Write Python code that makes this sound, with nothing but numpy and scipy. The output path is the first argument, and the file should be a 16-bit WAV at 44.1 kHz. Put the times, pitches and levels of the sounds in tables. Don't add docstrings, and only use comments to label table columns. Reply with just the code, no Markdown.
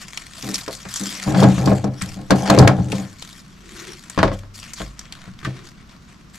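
import sys
import numpy as np
from scipy import signal
from scipy.fft import rfft, irfft, next_fast_len
from scipy.io import wavfile
from scipy.ndimage import uniform_filter1d

SR = 44100
rng = np.random.default_rng(int(sys.argv[2]) if len(sys.argv) > 2 else 0)


def log_audio(samples):
    frames = np.atleast_2d(samples).T
    limited = np.clip(frames, -1, 1)
    pcm = np.round(limited * 32767).astype(np.int16)
    wavfile.write(sys.argv[1], SR, pcm)


N = 281358
TIME = np.arange(N) / SR


def undb(db):
    return 10 ** (np.asarray(db) / 20)


def unit(x):
    return x / np.sqrt(np.mean(x ** 2))


def fader(rows):
    times, db = np.transpose(rows)
    return undb(np.interp(TIME, times, db, left=-120, right=-120))


def colour(x, points):
    size = next_fast_len(x.shape[-1] + 4096)
    size += size % 2
    hz, db = np.transpose(points)
    bin_hz = np.arange(size // 2 + 1) * SR / size
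    gain = undb(np.interp(np.log(bin_hz + 1), np.log(hz), db))
    cepstrum = irfft(np.log(gain))
    cepstrum[1:size // 2] *= 2
    cepstrum[size // 2 + 1:] = 0
    return irfft(rfft(x, size) * np.exp(rfft(cepstrum)), size)[..., :x.shape[-1]]


def resonate(x, hz, q):
    return signal.lfilter(*signal.iirpeak(hz, max(q, .5), fs=SR), x)


def fade(t, t60):
    return np.exp(-np.log(1000) * t / t60)


def steady(x, span_s):
    power = uniform_filter1d(np.mean(x ** 2, axis=0), int(span_s * SR) + 1)
    return x / np.sqrt(power + 1e-12)


def walk(rate):
    knots = rng.standard_normal(2000)
    return np.interp(TIME * rate, np.arange(len(knots)), knots)


def spread(pair, width, pan_db):
    mid, side = pair
    return np.array([(mid + width * side) * undb(pan_db / 2), (mid - width * side) * undb(-pan_db / 2)])


def grains(rate, scatter_db):
    size = undb(scatter_db * np.minimum(rng.exponential(size=N), 5))
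    return (rng.random(N) < rate / SR) * size * rng.choice([-1, 1], N)


def add(out, s, x):
    start = int(s * SR)
    out[:, start:start + x.shape[1]] += x[:, :N - start]


def shimmer(x, depth_db=4.0, rate=45):
    centres = np.linspace(1000, 13000, 22)
    hz, spectrum = np.arange(N // 2 + 1) * SR / N, rfft(x)
    bands = (irfft(spectrum * np.interp(hz, centres, one), N) for one in np.eye(len(centres)))
    return sum(band * undb(depth_db * walk(rate)) for band in bands)


def gesture(start, length, attack_s, hold_db_per_s, release_db_per_s):
    onset = np.clip((TIME - start) / attack_s, 0, 1)
    past_end = TIME - start - length
    db = np.where(past_end < 0, hold_db_per_s, -release_db_per_s) * past_end
    return onset * undb(np.clip(db, -150, 12))


def modal(modes, t, scatter):
    hz, db, t60 = np.transpose(modes)[:, :, None]
    signs = (-1) ** np.arange(len(hz))[:, None]
    weights = signs * (1 + scatter * rng.standard_normal(hz.shape))
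    return np.sum(weights * undb(db) * np.sin(2 * np.pi * hz * t) * fade(t, t60), axis=0)


def air(rumble_db=-46, drift_db=0.5, breeze_db=-55, gust_db=5.8):
    # f/Hz, relative level/dB
    air_colour = [(12, -49.5), (20, -5.5), (46, 5), (98, -1.5), (193, 4), (499, -19.5), (825, -21.5),
                  (1120, -15), (2530, -23.5), (6010, -26.5), (10200, -43.5), (12100, -39), (16000, -57)]
    distant = unit(colour(rng.standard_normal((2, N)), air_colour))
    distant[1] = colour(distant[1], [(110, -8.5), (700, 6.0), (8000, 1.0)])
    breeze = unit(colour(rng.standard_normal((2, N)), [(25, -11), (45, -20), (120, -76), (600, -72)]))
    rumble = spread(distant, width=0.47, pan_db=0.4) * undb(rumble_db + drift_db * walk(1.312))
    return rumble + breeze * undb(breeze_db + gust_db * walk(1.3))


def bed_echoes(pair, echo_db=-16):
    out = pair.copy()
    for path_m in (.31, .74, 1.3, 2.1):
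        lag = int(path_m / 343 * SR)
        out[:, lag:] += undb(echo_db) / (1 + path_m) * pair[:, :-lag]
    return out


def rustle(crinkle_db=5, flutter_db=2.2, feed_sheen_db=2, split_hz=4000, uneven_db=1.5):
    # t/s, level/dB
    feed = [(0, -44), (1.8, -45), (1.89, -60), (2.0, -44.5), (2.28, -52), (3.05, -46.5), (3.45, -56.5),
            (3.62, -54.5), (3.8, -41), (4.08, -48.5), (4.18, -60), (4.45, -72), (6.38, -61)]
    # t/s, length/s, level/dB, sheen/dB (low for pressed rubber, high for loose tape)
    strokes = [(0.0, 0.019, -36.5, -0.5), (0.337, 0.071, -41, 5), (0.411, .2, -37, 6.5),
               (0.695, 0.13, -45, 10), (0.882, 0.29, -39.5, 8.5), (1.098, 0.21, -38.5, 6),
               (1.358, 0.06, -31.5, 2), (1.485, 0.11, -35.5, 1), (1.646, 0.037, -35.5, 6.5),
               (1.738, 0.039, -40.5, 0), (1.997, 0.15, -44, 5.5), (2.345, 0.27, -42, 7),
               (2.444, 0.17, -31.5, -4.5), (2.902, 0.09, -37, 3), (3.178, 0.2, -47.5, 4.5),
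               (4.09, 0.02, -40, -1), (4.319, 0.011, -42, 3.5), (4.535, 0.039, -44, 9.5),
               (4.615, 0.074, -43, -1), (4.761, 0.069, -38, 0), (4.957, 0.12, -50, -6.5),
               (5.11, 0.19, -49.5, -4), (5.378, 0.051, -48, -5), (5.54, 0.028, -47, -6),
               (5.63, 0.031, -46, 0.5), (5.763, 0.023, -52, -9), (5.882, 0.048, -50, -5.5),
               (6.071, 0.035, -49.5, -2.5), (6.328, 0.049, -48, 4)]
    hiss = unit(rng.standard_normal((2, N)) * undb(flutter_db * walk(110)))
    creases = grains(rate=1100, scatter_db=4.5)
    crease_power = signal.fftconvolve(creases ** 2, fade(TIME[:SR // 50], 0.017) ** 2)[:N]
    crinkle = unit(rng.standard_normal((2, N)) * np.sqrt(np.abs(crease_power)))
    # f/Hz, relative level/dB
    rub_colour = [(410, -16), (700, 2.5), (852, -9.5), (1050, 1.5), (1800, 4), (2270, 1), (3160, -0.5),
                  (4490, -1), (7690, -4), (9730, -13), (12000, -13.5), (16000, -40.5)]
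    friction = steady(shimmer(colour(hiss + undb(crinkle_db) * crinkle, rub_colour)), span_s=.08)
    pressure, sheen = fader(feed), np.full(N, undb(feed_sheen_db))
    for start, length, db, sheen_db in strokes:
        stroke = undb(db) * gesture(start, length, 0.015, hold_db_per_s=-11.5, release_db_per_s=173)
        sheen[stroke > pressure] = undb(sheen_db)
        pressure = np.maximum(pressure, stroke)
    dull = signal.sosfiltfilt(signal.butter(1, split_hz, fs=SR, output="sos"), friction)
    bright = friction - dull
    rub = spread(dull / np.sqrt(sheen) + bright * sheen, width=0.31, pan_db=3.5)
    return rub * pressure * undb(uneven_db * walk(30))


def rasps(q=1.73):
    # t/s, length/s, level/dB, centre f/Hz
    pulls = [(0.892, 0.18, -46, 1410), (1.088, 0.4, -42.5, 1990), (4.755, 0.036, -43, 4630)]
    breaks = np.array([grains(rate=3100, scatter_db=2.0) for _ in range(2)])
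    grit = np.zeros((2, N))
    for start, length, db, hz in pulls:
        band = unit(resonate(resonate(breaks, hz, q), hz, q / 2))
        grit += band * undb(db) * gesture(start, length, 0.0072, hold_db_per_s=0, release_db_per_s=220)
    return spread(grit, width=0.5, pan_db=-0.5)


def slide(hum_hz=355, hum_q=4.6, rasp_hz=1900, rasp_q=0.5, rasp_db=-3, level_db=-1):
    # t/s, relative level/dB
    passes = [
        [(3.58, -74), (3.622, -55), (3.662, -50.5), (3.92, -40), (3.942, -44), (3.972, -54), (4.02, -72)],
        [(5.43, -47), (5.46, -33), (5.48, -41), (5.522, -45.5), (5.666, -50), (5.74, -85)],
    ]
    friction = np.array([grains(rate=3400, scatter_db=0) for _ in range(2)])
    hum = steady(resonate(resonate(friction, hum_hz, hum_q), hum_hz, hum_q), span_s=0.097)
    rasp = unit(resonate(resonate(friction, rasp_hz, rasp_q), rasp_hz, rasp_q))
    pressure = sum(map(fader, passes)) * undb(level_db)
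    return spread(hum + undb(rasp_db) * rasp, width=0.44, pan_db=2.5) * pressure


def snaps(tail_db=-24, tail_t60=0.17, ring_db=11, ring_q=4.5, click_db=2, level_db=1):
    # t/s, relative peak level/dB, ring f/Hz, t60/s
    flicks = [(0.1325, -26, 2160, 0.0063), (0.1737, -15, 2710, 0.022), (0.542, -11.5, 5500, 0.058),
              (0.5551, -13, 4450, 0.021), (0.61, -26, 4350, 0.035), (0.6803, -23, 4800, 0.016),
              (0.733, -27, 4000, 0.057), (0.9398, -17.5, 7300, 0.0077), (0.9582, -16.5, 6260, 0.12),
              (0.996, -22.5, 7300, 0.014), (1.0354, -19, 6400, 0.019), (1.2365, -20, 4870, 0.021),
              (1.4316, -16, 3520, 0.031), (1.6578, -17.5, 4600, 0.026), (1.842, -26.5, 5720, 0.027),
              (2.0165, -21, 2030, 0.075), (2.021, -16.5, 7800, 0.01), (2.3058, -10, 4020, 0.05),
              (2.5005, -5.5, 3970, 0.022), (2.5871, -5.5, 4700, 0.034), (2.6761, -3, 2050, 0.022),
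              (2.9187, -17, 2590, 0.046), (3.224, -22, 3240, 0.011), (4.098, -21.5, 8000, 0.0096),
              (4.2289, -19, 2250, 0.014), (4.734, -21, 6850, 0.044), (4.992, -21.5, 5700, 0.012),
              (5.1235, -22.5, 3270, 0.014), (5.4475, -27, 4000, 0.044), (5.671, -35, 4700, 0.015)]
    # f/Hz, relative level/dB
    snap_colour = [(500, -7), (1200, -6), (3000, -5.5), (7500, 0), (9500, -6.5), (12500, -6.5),
                   (16000, -34.5)]
    out, t = np.zeros((2, N)), TIME[:SR // 6]
    for s, db, hz, t60 in flicks:
        burst = rng.standard_normal((2, len(t))) * (fade(t, t60) + undb(tail_db) * fade(t, tail_t60))
        burst *= np.minimum(t / 0.00085, 1)
        burst[0, SR // 700] += undb(click_db)
        burst = colour(burst + undb(ring_db) * resonate(burst, hz, ring_q), snap_colour)
        burst = signal.lfilter(*signal.butter(1, min(2 * hz, 15000), fs=SR), burst)
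        crest = 3 * np.sqrt(np.mean(burst[:, :SR // 250] ** 2))
        pan_db = 2.0 + 1.8 * rng.standard_normal()
        add(out, s, spread(burst / crest, width=0.58, pan_db=pan_db) * undb(db + level_db))
    return out


def sways(rise_s=.025, t60=0.6):
    # t/s, level/dB, f/Hz
    loads = [(4.235, -19, 34), (4.805, -26, 50.3)]
    out, t = np.zeros((2, N)), TIME[:SR]
    envelope = np.minimum(t / rise_s, 1) * fade(t, t60)
    for s, db, hz in loads:
        add(out, s, np.sin(2 * np.pi * hz * t)[None] * envelope * undb(db))
    return out


def flops():
    # f/Hz, relative level/dB, t60/s
    strip_modes = [(518, 0.5, 0.2), (558.4, 0, 0.24), (1091, -9, 0.12), (1980, -3.5, 0.058)]
    # t/s, level/dB
    bounces = [(4.23, -18), (4.278, -24.5), (4.317, -32)]
    out, t = np.zeros((2, N)), TIME[:SR // 2]
    for s, db in bounces:
        add(out, s, modal(strip_modes, t, scatter=0.14)[None] * undb(db))
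    return out


def seating(crack_db=8, crack_t60=0.083, crack_hz=1550, crack_q=0.73):
    # f/Hz, relative level/dB, t60/s
    lip_modes = [(132, 2, .35), (328.6, -8, 0.46), (1190, 1, 0.043), (1273, -6, 0.13), (1535, -1, 0.07),
                 (1790, -6, 0.12), (1920, -3.5, 0.063)]
    # t/s, level/dB
    steps = [(5.4286, -39.5), (5.4493, -24.5), (5.4544, -31.5), (5.67, -49.5)]
    out, t = np.zeros((2, N)), TIME[:SR // 2]
    for s, db in steps:
        crack = rng.standard_normal((2, len(t))) * fade(t, crack_t60)
        clack = resonate(resonate(crack, crack_hz, crack_q), crack_hz, crack_q) * undb(crack_db)
        clack[0] += modal(lip_modes, t, scatter=0.17)
        add(out, s, spread(clack, width=0.63, pan_db=0) * undb(db))
    return out


def gate_ring(liner_db=-6, liner_t60=0.18, crack_db=-2, crack_t60=0.021, contact_db=17, panel_db=-3):
    # f/Hz, relative level/dB, t60/s
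    gate_modes = [(78.5, -12.5, 0.45), (98.7, -11.5, 0.8), (131, -4, 0.48), (178.9, -2, 0.18),
                  (195.1, 0.5, 0.28), (272.8, -8, 0.2), (308.8, 1.5, 0.17), (401.5, -7.5, 0.13),
                  (486, -15, 0.17), (523.3, -5.5, 0.27), (551.3, -7.5, 0.18), (599, -10, 0.28),
                  (659.8, 1, 0.15), (741.5, -5.5, 0.12), (1079, -1, 0.15), (1241, 1.5, 0.056),
                  (1440, -10, .1), (1523, -7, 0.11), (1632, -4, 0.11), (1730, -4.5, 0.11)]
    # f/Hz, relative level/dB
    liner_colour = [(60, -11.5), (200, 6), (500, 9), (1100, 5), (1800, -2), (2800, -9), (5000, -13.5),
                    (8000, -27), (15000, -49.5)]
    t = TIME[:SR // 2]
    panel = modal(gate_modes, t, scatter=0.16)
    decay = undb(liner_db) * fade(t, liner_t60) + undb(crack_db) * fade(t, crack_t60)
    clatter = rng.standard_normal((2, len(t))) * decay
    clatter[0, 0] += undb(contact_db)
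    clatter = 4.37 * colour(clatter, liner_colour)
    mid = undb(panel_db) * panel + clatter[0]
    side = colour(clatter[1], [(250, -1), (600, 0.5)])
    return spread((mid, side), width=0.51, pan_db=1.85)


def knocks(boom_db=11, hard_db=14, level_db=-4):
    # t/s, peak level/dB, boom/dB, hardness/dB
    blows = [(0.679, -13, -25.5, -22.5), (0.853, -20.5, 4, -5), (1.276, -6, 3.5, -17),
             (1.347, -9, -1, -8.5), (1.393, -12, -3, -11), (1.427, 1, -14, -25), (1.439, 1, -8, -22),
             (1.461, -2.5, 14, -26), (1.58, -7, 14.5, -5), (1.675, 0.5, -6.5, -23), (1.716, -2.5, -15, -30),
             (1.841, -8, -14, -28), (2.014, -10.5, 29.5, 13), (2.306, -0.5, -5, -12),
             (2.32, -0.5, -3.5, -20), (2.499, 3.5, -12, -16), (2.576, 3, -17, -25), (2.599, 9.5, -4.5, -38),
             (2.675, 2.5, 0, -10), (2.787, -4.5, 9, -45), (2.928, -8.5, -7.5, -26), (4.177, -1, -3, -19),
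             (4.189, -1.5, 3, -5.5), (4.23, 4, -12.5, -17), (4.278, -12.5, -21, -12.5),
             (4.317, -12.5, -10, -20), (4.434, -32.5, -11, -9), (4.803, -14, -7, -19),
             (5.277, -21, 13, -27), (5.469, -19.5, -12, -24)]
    out = np.zeros((2, N))
    for s, db, boom, hard in blows:
        blow = colour(gate_ring(), [(170, boom + boom_db), (450, 0), (1400, hard + hard_db)])
        crest = 2.9 * np.sqrt(np.mean(blow[:, :SR // 50] ** 2))
        add(out, s, blow / crest * undb(db + level_db))
    return out


def drag(boom_db=-0.5, scrape_db=-4, boom_q=2.44, attack_s=0.013):
    # t/s, length/s, relative boom level/dB, relative scrape level/dB, boom f/Hz
    tugs = [(0.427, 0.071, -26.5, -35.5, 235), (0.998, 0.036, -25.5, -40, 243),
            (1.11, 0.14, -38.5, -41.5, 176), (1.258, 0.2, -6, -13, 149.6), (1.582, 0.14, -11, -18.5, 142),
            (1.834, 0.036, -19, -28, 162), (2.03, 0.054, -33, -41, 141), (2.156, 0.046, -29.5, -37.5, 170),
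            (2.299, 0.019, -11.5, -12, 230), (2.401, 0.13, -19.5, -17.5, 180),
            (2.504, 0.034, -16.5, -15.5, 182), (2.57, 0.066, -4, -10, 138), (2.671, 0.023, -15, -16.5, 136),
            (2.776, 0.015, -23, -30, 142), (2.853, 0.11, -22.5, -36, 155), (2.98, 0.02, -33, -34.5, 161),
            (5.458, 0.02, -24, -41, 107)]
    slips = grains(rate=300, scatter_db=2.5)
    shake = signal.fftconvolve(gate_ring(panel_db=1), slips[None], axes=1)[:, :N]
    lows = colour(shake, [(320, -9), (450, -9), (900, -64)])
    scrape_colour = [(170, -21.5), (380, 4), (750, 5.5), (1500, -5), (3000, -7), (12000, -30.5)]
    scrape = steady(colour(shake, scrape_colour), span_s=0.03)
    out = np.zeros((2, N))
    for start, length, tug_boom_db, tug_scrape_db, hz in tugs:
        force = gesture(start, length, attack_s, hold_db_per_s=76, release_db_per_s=164)
        grip = gesture(start, length, attack_s, hold_db_per_s=82.5, release_db_per_s=216)
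        active = force > 1e-4
        boom = steady(resonate(lows[:, active], hz, boom_q), span_s=0.065)
        out[:, active] += boom * force[active] * undb(tug_boom_db + boom_db)
        out[:, active] += scrape[:, active] * grip[active] * undb(tug_scrape_db + scrape_db)
    return out


def scene(lag_samples=.65):
    gate = knocks() + drag() + seating() + flops() + sways()
    handling = bed_echoes(rustle() + rasps() + slide() + snaps())
    left, right = gate + handling
    delay = np.exp(-2j * np.pi * lag_samples * np.arange(N // 2 + 1) / N)
    left = irfft(rfft(left) * delay, N)
    return np.array([left, right]) + air()


def record(dry, top_hz=16200):
    lowpass = signal.ellip(8, .2, 70, top_hz, fs=SR, output="sos")
    return signal.sosfilt(lowpass, np.clip(dry, -1, 1))


dry = scene()
out = record(dry)
log_audio(out)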